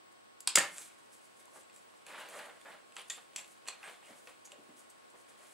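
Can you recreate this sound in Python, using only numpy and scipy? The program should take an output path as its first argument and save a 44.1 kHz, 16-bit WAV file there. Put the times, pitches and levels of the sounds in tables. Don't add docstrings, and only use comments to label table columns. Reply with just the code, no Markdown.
import sys
import numpy as np
from scipy import signal
from scipy.fft import rfft, irfft
from scipy.io import wavfile
from scipy.ndimage import map_coordinates

SR = 44100
rng = np.random.default_rng(int(sys.argv[2]) if len(sys.argv) > 2 else 0)


def waveform_to_disk(signal):
    frames = np.transpose(np.atleast_2d(signal))
    scaled = np.clip(frames, -1, 1) * 32767
    samples = np.round(scaled).astype(np.int16)
    wavfile.write(sys.argv[1], SR, samples)


def gain_from_db(level_db):
    decades = np.asarray(level_db, float) / 20
    return 10 ** decades


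N = 243873

# [t/s, tube ring peak level/dB,
# bench thud level/dB against the ring, barrel knock level/dB against the ring, chatter length/ms]
LATCH_KNOCKS = [
    (0.4047, -38, -40, -27, 3.9),
    (0.4737, -18, -28, -15, 5.4),
    (0.4797, -34.5, -28, -7.5, 3.4),
    (0.483, -51.5, -18.5, -12.5, 15),
]
FIRING_KNOCKS = [(0.5538, -19, -32.5, -17.5, 9.9), (0.5563, -6.5, -30.5, -14.5, 2.0),
                 (0.558, -6.5, -32.5, -19.5, 2.5), (0.5615, -20, -26, -19.5, 3),
                 (0.566, -20, -32.5, -11, 3.3), (0.5733, -20.5, -2.5, 6, 0.54),
                 (0.5757, -25, -7.5, 0.5, 1.1), (0.579, -23.5, -8.5, 3, 1.06),
                 (0.583, -17.5, -17.5, -2.5, 1.4), (0.5848, -13.5, -24.5, -13.5, 0.62),
                 (0.5866, -13, -26, -16, 2.7), (0.591, -27, -23.5, -4, 3), (0.6015, -31, -15, -4.5, 2.9),
                 (0.6045, -36, -18, 7, 1.8), (0.782, -46, -31, 5, 2.3)]
COCKING_KNOCKS = [(2.9223, -48, -12, -11, 0.55), (2.9574, -57, -30, -10, 3.6), (2.9658, -34, -19, -6.5, 2),
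                  (2.9951, -42, -29, -10, 0.93), (3.0992, -27, -40, -16, 2.5), (3.1046, -31, -43, -16, 2.5),
                  (3.1793, -56, 0, 5, 3), (3.3338, -52, -18, -9, 2.2), (3.3608, -27, -20, -14, 3.1),
                  (3.3813, -38, -28, -24, 23.4), (3.4444, -47, -22, -7.5, 3.9), (3.4785, -51, -20, -16, 2),
                  (3.655, -51, -7, -11, 2.96), (3.6667, -49, -12, 1, 8.9), (3.6747, -37, -13, -9, 3.1),
                  (3.6836, -28, -13.5, -9, 9.4), (3.6956, -40, -18, -13, 2.9), (3.8296, -54, -16, 11, 2.6)]
FUMBLING_KNOCKS = [(1.4551, -44.5, -30, -25, 1.6), (1.479, -55.5, 1, -23, 3.7),
                   (1.5602, -59.5, 10, -24, 6.2), (1.6324, -50, -16, -32, 7.6),
                   (1.6974, -57.5, -18.5, 5, 2.4), (1.7295, -52, -25, -21, 3), (1.762, -44, -37, -14, 1.5),
                   (1.9385, -65.5, 12, 7, 1.9), (2.0646, -42, -30, -6, 5), (2.39, -50.5, 4, 8, 7.6),
                   (2.613, -48, -11, -5, 4.9), (4.0267, -56.5, 2.5, 1, 2.4), (4.0642, -56, -9, -4, 2.8),
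                   (4.1053, -51, 2, -6, 1), (4.2718, -57, 0, 8, 6), (4.4732, -49, -3, -7, 4.7),
                   (4.5184, -42, -11, -9, 1.5), (4.5844, -66.5, 12, -10, 2.5),
                   (4.6907, -60.5, -2, -1.5, 3.6), (5.1012, -52, -20.5, -18, 5.6), (5.1391, -72, 17, -4, 5)]

# [f/Hz, level/dB, time to fall 60 dB/s]
LATCHED_PUMP = [
    [(590, -20, .01), (1100, 2.5, 0.005)],
    [(1390, 8, 0.0031), (1620, -2.5, .01), (2380, -5, 0.005)],
    [(3000, 2, 0.004), (4400, 1, 0.004), (4570, -2, 0.004)],
    [(6060, -14, .003), (6870, -1, 0.003), (7800, 11.5, 0.003), (9400, 1.5, 0.0032), (10310, 6, .0025),
     (11600, -8.5, 0.0012)],
]
FLYING_PISTON = [
    [(216, -18, 0.04), (375, -0.5, 0.03), (648, 5.5, 0.026), (816, 0, 0.02), (1280, -5, 0.015)],
    [(1503, -7.5, 0.017), (1810, -4, 0.013), (2110, -0.5, 0.0064), (2510, 2, 0.0042)],
    [(2820, -2.5, 0.019), (3607, -17, .005), (4530, 8, 0.005), (5050, 12, 0.0047)],
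    [(5960, -12.5, 0.0013), (6800, 1.5, 0.0046), (7600, 3.5, 0.0067), (9100, -4, 0.0045),
     (8400, -2, 0.0044), (10200, -9, 0.0025), (12140, -10, 0.0034), (14500, -18, 0.0015)],
]
PUMP_IN_HANDS = [
    [(250, -31, 0.031), (590, -3.5, 0.017), (824, 6, 0.014), (1066, 12, 0.02)],
    [(1790, -3, 0.012), (2080, -2, 0.012), (2570, 7, 0.013)],
    [(2900, -3, 0.0096), (3510, -9, 0.009), (4350, -9, 0.01)],
    [(6900, 6.5, 0.0055), (7460, 17, 0.011), (7770, 2.5, 0.02), (8740, 7, 0.0037), (11000, -18, 0.003),
     (10600, 12, 0.0026), (12200, -12, 0.0019)],
]

# [low f/Hz, high f/Hz]
CRACK_BANDS = [(380, 1500), (1200, 2830), (2700, 4870), (6900, 9820)]

# [t/s, peak level/dB, f/Hz, length/ms]
SPRING_SONGS = [(3.1, -41, 7300, 40), (3.105, -44, 7550, 70), (3.1, -42, 3550, 35), (3.102, -46, 4500, 30),
                (3.363, -44, 7450, 60), (3.676, -42, 7800, 45), (3.675, -46, 6000, 20),
                (3.686, -46, 2450, 50), (3.832, -52, 8500, 60), (0.558, -21, 7700, 20),
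                (0.557, -24, 5020, 12), (0.577, -24, 1800, 45)]
# [t/s, peak level/dB, f/Hz, length/ms]
SQUEAKS_AND_BUMPS = [(0.782, -30, 7750, 2.1), (3.0165, -41.5, 9000, 0.93), (3.478, -52, 10000, 2.5),
                     (4.448, -46, 6660, 30), (2.954, -53, 8700, 8), (0.4742, -19, 4400, 3),
                     (0.4738, -32, 1050, 4), (0.556, -12, 4790, 5.8), (0.573, -17, 2200, 2.5),
                     (3.099, -35, 3550, 13.6), (3.099, -30, 7300, 9), (3.3608, -35, 5960, 8),
                     (3.361, -32, 7450, 7.5), (3.684, -40.5, 6000, 8.8), (3.684, -37, 4400, 8),
                     (3.675, -40, 7800, 10), (4.5185, -43.5, 2900, 5.3), (4.52, -54, 580, 30),
                     (2.65, -48, 1700, 90), (2.19, -49, 2900, 83), (2.968, -51, 9000, 60),
                     (2.985, -48, 3300, 50), (3.832, -44.5, 1650, 63), (3.835, -48, 2450, 60),
                     (3.869, -50, 2000, 50), (3.935, -55.5, 3560, 56), (4.026, -56, 2800, 83),
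                     (4.061, -56, 2100, 84), (2.17, -48, 1550, 80), (2.345, -47, 600, 55),
                     (2.38, -48, 1500, 70), (4.897, -54, 8280, 21), (4.101, -55.5, 221, 14),
                     (4.579, -55, 290, 47), (4.687, -54.5, 260, 26), (0.575, -26, 640, 12),
                     (0.575, -43, 200, 30), (0.479, -30, 3400, 3), (0.482, -35, 7400, 40),
                     (2.9655, -39, 1500, 5), (2.9655, -41, 3300, 4), (0.4045, -39, 7700, 5),
                     (3.099, -38, 2000, 20), (3.165, -50, 9800, 15), (3.179, -45, 1700, 4),
                     (4.272, -50, 1150, 30), (2.66, -53, 700, 90)]
# [t/s, peak level/dB, centre f/Hz]
GRIT_CLICKS = [(0.125, -58, 10500), (0.2425, -53, 8500), (2.1245, -47, 1620), (2.158, -51, 1090),
               (2.2, -42, 6000), (2.221, -50, 7500), (2.2644, -44, 5000), (2.2886, -37, 5000),
               (2.341, -42, 3000), (2.365, -39, 1460), (2.392, -38, 8000), (2.4225, -45, 1240),
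               (2.65, -42, 1860), (2.739, -51, 1358), (3.169, -50, 11000), (3.361, -43, 12500),
               (3.479, -50, 12000), (3.543, -52, 8500), (3.686, -44, 12500), (3.8127, -49, 1260),
               (3.8292, -42, 1670), (3.855, -47, 1660), (3.8874, -42, 1990), (3.8986, -40, 1700),
               (4.0073, -49, 2240), (4.1095, -43, 1500), (4.2727, -42, 2200)]

# [t of most pressure/s, level/dB, swell/ms per 20 dB,
# fade/ms per 20 dB, hardness level/dB]
RUB_STROKES = [(0.482, -48, 4, 80, 9), (0.59, -39, 15, 115, 2), (0.78, -58.5, 108, 214, 4.5),
               (1.566, -63, 56, 70, -14), (1.4, -82, 43, 40, 12), (2.069, -51.5, 2, 307, -2),
               (2.21, -49, 150, 119, 0.5), (2.388, -48.5, 191, 224, -3.5), (2.66, -53.5, 15, 180, -5.5),
               (2.75, -57, 118, 35, -3.5), (2.971, -50, 5, 95, 4), (3.105, -58, 6, 107, 14.5),
               (3.184, -54, 19, 28, 0), (3.389, -51, 38, 59, 8), (3.691, -53, 30, 90, 3),
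               (3.834, -56, 5, 159, 0), (3.895, -49.5, 106, 30, -2.3), (3.93, -58.5, 30, 40, -2),
               (4.04, -69.5, 36, 192, 15), (4.11, -62, 59, 134, -10), (4.276, -56, 5, 80, -1),
               (4.539, -71, 25, 176, -17.5), (4.694, -64, 15, 58, -9), (5.147, -67.5, 18, 70, -10.5),
               (5.31, -66, 45, 57, -5), (5.42, -64.5, 80, 450, -1.5)]
# [t of most flow/s, level/dB,
# swell/ms per 20 dB, fade/ms per 20 dB]
RUSTLE_STROKES = [(0.126, -65.5, 18, 7), (0.6, -40, 15, 95), (0.76, -48, 83, 184), (0.83, -53, 115, 99),
                  (1.144, -59, 50, 68), (1.244, -62.5, 46, 88), (1.398, -58, 45, 45), (1.558, -56, 68, 95),
                  (1.771, -62, 47, 108), (2.068, -51, 5, 14), (2.09, -57, 22, 178), (2.21, -55, 84, 65),
                  (2.36, -54.5, 157, 206), (2.614, -61, 26, 25), (2.72, -62, 130, 78), (2.98, -59, 40, 160),
                  (3.085, -60, 15, 40), (3.105, -53, 6, 164), (3.388, -53, 34, 83), (3.52, -61, 120, 62),
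                  (3.69, -62, 53.5, 150), (3.884, -55.5, 89, 107), (4.1, -60, 123, 350.5),
                  (4.278, -62, 48, 81), (4.457, -50.5, 12, 21), (4.519, -59, 4, 27.5),
                  (4.789, -58.5, 41, 67.5), (4.903, -55.5, 11, 30.5), (5.11, -64.5, 38, 24),
                  (5.211, -66, 79, 54), (5.29, -61, 12, 87), (5.39, -60.5, 32, 903)]

# [f/Hz, level/dB per Hz]
RUMBLE_COLOUR = [(90, -48), (170, -11), (300, -10.5), (550, 2.5), (700, -1), (1100, -35.5)]
SCUFF_COLOUR = [(450, -27), (750, -0.5), (1500, 0.5), (2200, -2.5), (3300, -38.5)]
SCRAPE_COLOUR = [(1500, -26.5), (2300, 2.5), (3300, -1), (4300, -5.5), (7000, -31.5)]
RUSTLE_COLOUR = [(3500, -8), (5500, -5), (8000, 3), (10500, 0), (13800, -15), (15500, -29)]

# [f/Hz, time to fall 60 dB/s]
ROOM_DECAY = [(100, .4), (300, 0.32), (1000, 0.3), (3000, 0.33), (8000, 0.2), (15000, 0.057)]
# [f/Hz, level/dB]
ROOM_SPREAD = [(100, -13.5), (500, -11), (1500, -7), (4000, -6), (8000, -3), (15000, 9)]

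# [f/Hz, level/dB]
MOTOR_TONES = [(344.5, -83), (726.7, -86), (1093, -74), (1459, -81.5), (2186, -92), (3214, -91.5),
               (4926, -97)]
# [f/Hz, level/dB per Hz]
HISS_COLOUR = [(20, -34), (50, -29.5), (80, -21.5), (105, -21.5), (250, -9.5), (500, -9.5), (1100, -9.5),
               (2400, -14), (4800, -17.5), (6500, -24.5), (7700, -22), (8100, -11), (8600, -21.5),
               (11000, -27.5), (16000, -38.5)]
SHAKE_COLOUR = [(18, -76.5), (30, -36), (124, -14.5), (227, -7), (303, -6.5), (473, -4.5), (526, -5),
                (988, -6.5), (7470, -28.5), (8080, -24.5), (8980, -25.5), (11100, -34.5), (16000, -41.5)]


def contacts(events, body, scatter_db, rel_db, crack_db, clack_db, follows, top_hz):
    detune = 0.025
    out, t = np.zeros(N), np.arange(3072) / SR
    cracks = [signal.butter(2, band, "band", fs=SR, output="sos") for band in CRACK_BANDS]
    floors = [signal.butter(2, 0.68 * tones[0][0], "high", fs=SR) for tones in body]
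    for s, peak_db, thud_db, knock_db, ms in events:
        fade = gain_from_db(-20 * t / (ms / 1000))
        onset = np.minimum(t / 0.00045 + 0.23, 1)
        chatter = rng.standard_normal((4, 9, 3072)) * fade * onset
        luck_db = rng.standard_normal((4, 9)) * scatter_db
        shift = 1 + detune * rng.standard_normal((4, 9))
        start = round(s * SR)
        part_db = (thud_db + rel_db, knock_db + rel_db, clack_db + follows * knock_db, 0)
        for j, db in enumerate(part_db):
            tones = np.zeros(3072)
            for k, (hz, tone_db, t60) in enumerate(body[j]):
                tones += gain_from_db(tone_db + luck_db[j, k]) * ring(chatter[j, k], hz * shift[j, k], t60)
            tones = signal.lfilter(*floors[j], tones)
            crack = signal.sosfilt(cracks[j], chatter[j, -1])
            part = tones / np.abs(tones).max() + gain_from_db(crack_db) * crack / np.abs(crack).max()
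            out[start:start + 3072] += gain_from_db(peak_db + db - 3.5) * part
    return signal.sosfilt(signal.butter(6, top_hz, fs=SR, output="sos"), out)


def ring(x, hz, t60):
    r, w = gain_from_db(-60 / (t60 * SR)), 2 * np.pi * hz / SR
    return signal.lfilter([0, np.sin(w)], [1, -2 * r * np.cos(w), r * r], x)


def squeaks(events, t60, cycles):
    out = np.zeros(N)
    for s, peak_db, hz, ms in events:
        t = np.arange(3072) / SR / (ms / 1000)
        slips = rng.standard_normal(3072) * t * np.exp(-4.5 * t)
        part = ring(slips, hz, t60 + cycles / hz)
        part = signal.lfilter(*signal.butter(2, hz / 2, "high", fs=SR), part)
        start = round(s * SR)
        out[start:start + 3072] += gain_from_db(peak_db) * part / np.abs(part).max()
    return out


def grit():
    level_db, fade_ms, octaves = -3.5, 1.4, 1.6
    out, t = np.zeros(N), np.arange(512) / SR
    for s, peak_db, hz in GRIT_CLICKS:
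        click = rng.standard_normal(512) * gain_from_db(-20 * t / (fade_ms / 1000))
        band = np.clip(hz * 2. ** np.array([-octaves, octaves]), 300, 14000)
        part = signal.lfilter(*signal.butter(1, band, "band", fs=SR), click)
        start = round(s * SR)
        out[start:start + 512] += gain_from_db(peak_db + level_db) * part / np.abs(part).max()
    return out


def rubbing(grain_db, per_s):
    s, db, swell_ms, fade_ms, hard_db = np.transpose(RUB_STROKES)
    parts = (
        (RUMBLE_COLOUR, -6.5 - hard_db),
        (SCUFF_COLOUR, 0),
        (SCRAPE_COLOUR, -2.5 + 0.62 * hard_db),
    )
    out = np.zeros(N)
    for colour, share_db in parts:
        pressure = strokes(s, db + share_db, swell_ms, fade_ms, rest_db=-73.5)
        out += friction(pressure, colour, grain_db, per_s)
    return out


def rustling():
    flow = strokes(*np.transpose(RUSTLE_STROKES), rest_db=-72.0)
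    return friction(flow, RUSTLE_COLOUR, grain_db=2.5, per_s=7400)


def strokes(s, db, swell_ms, fade_ms, rest_db):
    swell_bend, fade_bend = 1.7, 1.3
    restless_from_s = 0.9
    t = np.arange(0, N, 32) / SR
    late_ms = 1000 * (t - s[:, None])
    swell = np.abs(late_ms / swell_ms[:, None]) ** swell_bend
    fade = np.abs(late_ms / fade_ms[:, None]) ** fade_bend
    level_db = db[:, None] - 20 * np.where(late_ms < 0, swell, fade)
    power = np.sum(gain_from_db(level_db) ** 2, axis=0)
    power = power + gain_from_db(rest_db) ** 2 * (t > restless_from_s)
    return np.interp(np.arange(N) / SR, t, np.sqrt(power))


def friction(level, colour, grain_db, per_s):
    size_db = grain_db * np.minimum(rng.exponential(1, N), 4)
    slips = gain_from_db(size_db) * rng.choice([-1, 1], N)
    slips = slips * (rng.random(N) < per_s / SR)
    unevenness = gain_from_db(1.2 * drift(40) + 2.0 * drift(70))
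    return level * unevenness * rms_one(filtered(slips, colour))


def room(x):
    level_db = -9.5
    scatter_s, scatter_per_s = 0.00007, 160
    size = SR // 2
    t, edges = np.arange(size) / SR, 70 * 2 ** np.arange(0, 8.1, .5)
    white = rng.standard_normal((2, 2, size))
    tail = np.zeros((2, size))
    for k, (low, high) in enumerate(zip(edges, edges[1:])):
        band = signal.sosfilt(signal.butter(2, [low, high], "band", fs=SR, output="sos"), white[k % 2])
        tail += band * gain_from_db(-60 * t / at_hz(ROOM_DECAY, np.sqrt(low * high)))
    tail = tail * np.clip((t - .003) / 0.0014, 0, 1)
    tail = tail / np.sqrt(np.sum(tail ** 2, axis=1, keepdims=True))
    echoes = signal.fftconvolve(x[None], tail, axes=1)[:, :N]
    at = np.arange(N)
    path = np.interp(at / SR * scatter_per_s, np.arange(1000), rng.standard_normal(1000))
    wander = scatter_s * SR * path
    mid, side = (map_coordinates(echo, [at - wander], order=3) for echo in echoes)
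    return gain_from_db(level_db) * (mid + filtered(side, ROOM_SPREAD) * np.array([[1], [-1]]))


def camera():
    t = np.arange(N) / SR
    whine = np.zeros(N)
    for hz, db in MOTOR_TONES:
        level = np.sqrt(2) * gain_from_db(db + 0.64 * drift(2.6))
        whine += level * np.sin(2 * np.pi * hz * t + 0.56 * drift(6.3))
    hiss = gain_from_db(-66.5) * rms_one(filtered(rng.standard_normal(N), HISS_COLOUR))
    hum = gain_from_db(-88) * np.sin(2 * np.pi * 101 * t)
    picture_whistle = gain_from_db(-89 + 4.0 * drift(27)) * np.sin(2 * np.pi * 15622 * t)
    head_whistle = gain_from_db(-83.5 + 2.3 * drift(8.3)) * np.sin(2 * np.pi * 10686 * t + .8 * drift(30))
    shake = gain_from_db(-60) * rms_one(filtered(rng.standard_normal(N), SHAKE_COLOUR))
    mid = hiss + whine + hum + picture_whistle
    side = shake + gain_from_db(-12.0) * np.roll(whine, 9) + head_whistle
    return mid + side * np.array([[1], [-1]])


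def rms_one(x):
    return x / np.sqrt(np.mean(x ** 2) + 1e-20)


def at_hz(points, hz):
    table = np.array(points)
    return np.interp(np.log(hz), np.log(table[:, 0]), table[:, 1])


def filtered(x, spectrum):
    hz = np.maximum(np.fft.rfftfreq(len(x), 1 / SR), 1)
    return irfft(rfft(x) * gain_from_db(at_hz(spectrum, hz)), len(x))


def drift(rate):
    steps = rng.standard_normal(400)
    return np.interp(np.arange(N) / SR * rate, np.arange(400), steps)


def scene():
    latching = contacts(LATCH_KNOCKS, LATCHED_PUMP, scatter_db=5.0, rel_db=2.0, crack_db=3.0,
                        clack_db=10.0, follows=0.94, top_hz=13100)
    firing = contacts(FIRING_KNOCKS, FLYING_PISTON, scatter_db=-1.5, rel_db=5.5, crack_db=-4.0,
                      clack_db=-9.0, follows=.05, top_hz=16500)
    cocking = contacts(COCKING_KNOCKS, PUMP_IN_HANDS, scatter_db=2.5, rel_db=5.0, crack_db=-2.5,
                       clack_db=2.0, follows=0.59, top_hz=10200)
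    fumbling = contacts(FUMBLING_KNOCKS, PUMP_IN_HANDS, scatter_db=3.0, rel_db=4.0, crack_db=-8.5,
                        clack_db=1.0, follows=0.8, top_hz=12500)
    bench = latching + firing + cocking + fumbling
    bench = bench + squeaks(SPRING_SONGS, t60=0.012, cycles=8.1)
    bench = bench + squeaks(SQUEAKS_AND_BUMPS, t60=0.003, cycles=8.1) + grit()
    bench = bench + gain_from_db(-4.0) * (rubbing(grain_db=2.5, per_s=3500) + rustling())
    bench = signal.sosfilt(signal.butter(4, 125, "high", fs=SR, output="sos"), bench)
    direct = bench * gain_from_db(np.array([[-.3], [.3]]))
    lead = 0.28 * np.gradient(bench) * np.array([[-1], [1]])
    return direct + lead + room(bench) + camera()


def roll_off(x):
    return signal.sosfilt(signal.butter(12, 16810, fs=SR, output="sos"), x)


def record(dry):
    mix = signal.sosfilt(signal.ellip(12, .3, 55, 15800, fs=SR, output="sos"), dry)
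    return roll_off(mix)


dry = scene()
out = record(dry)
waveform_to_disk(out)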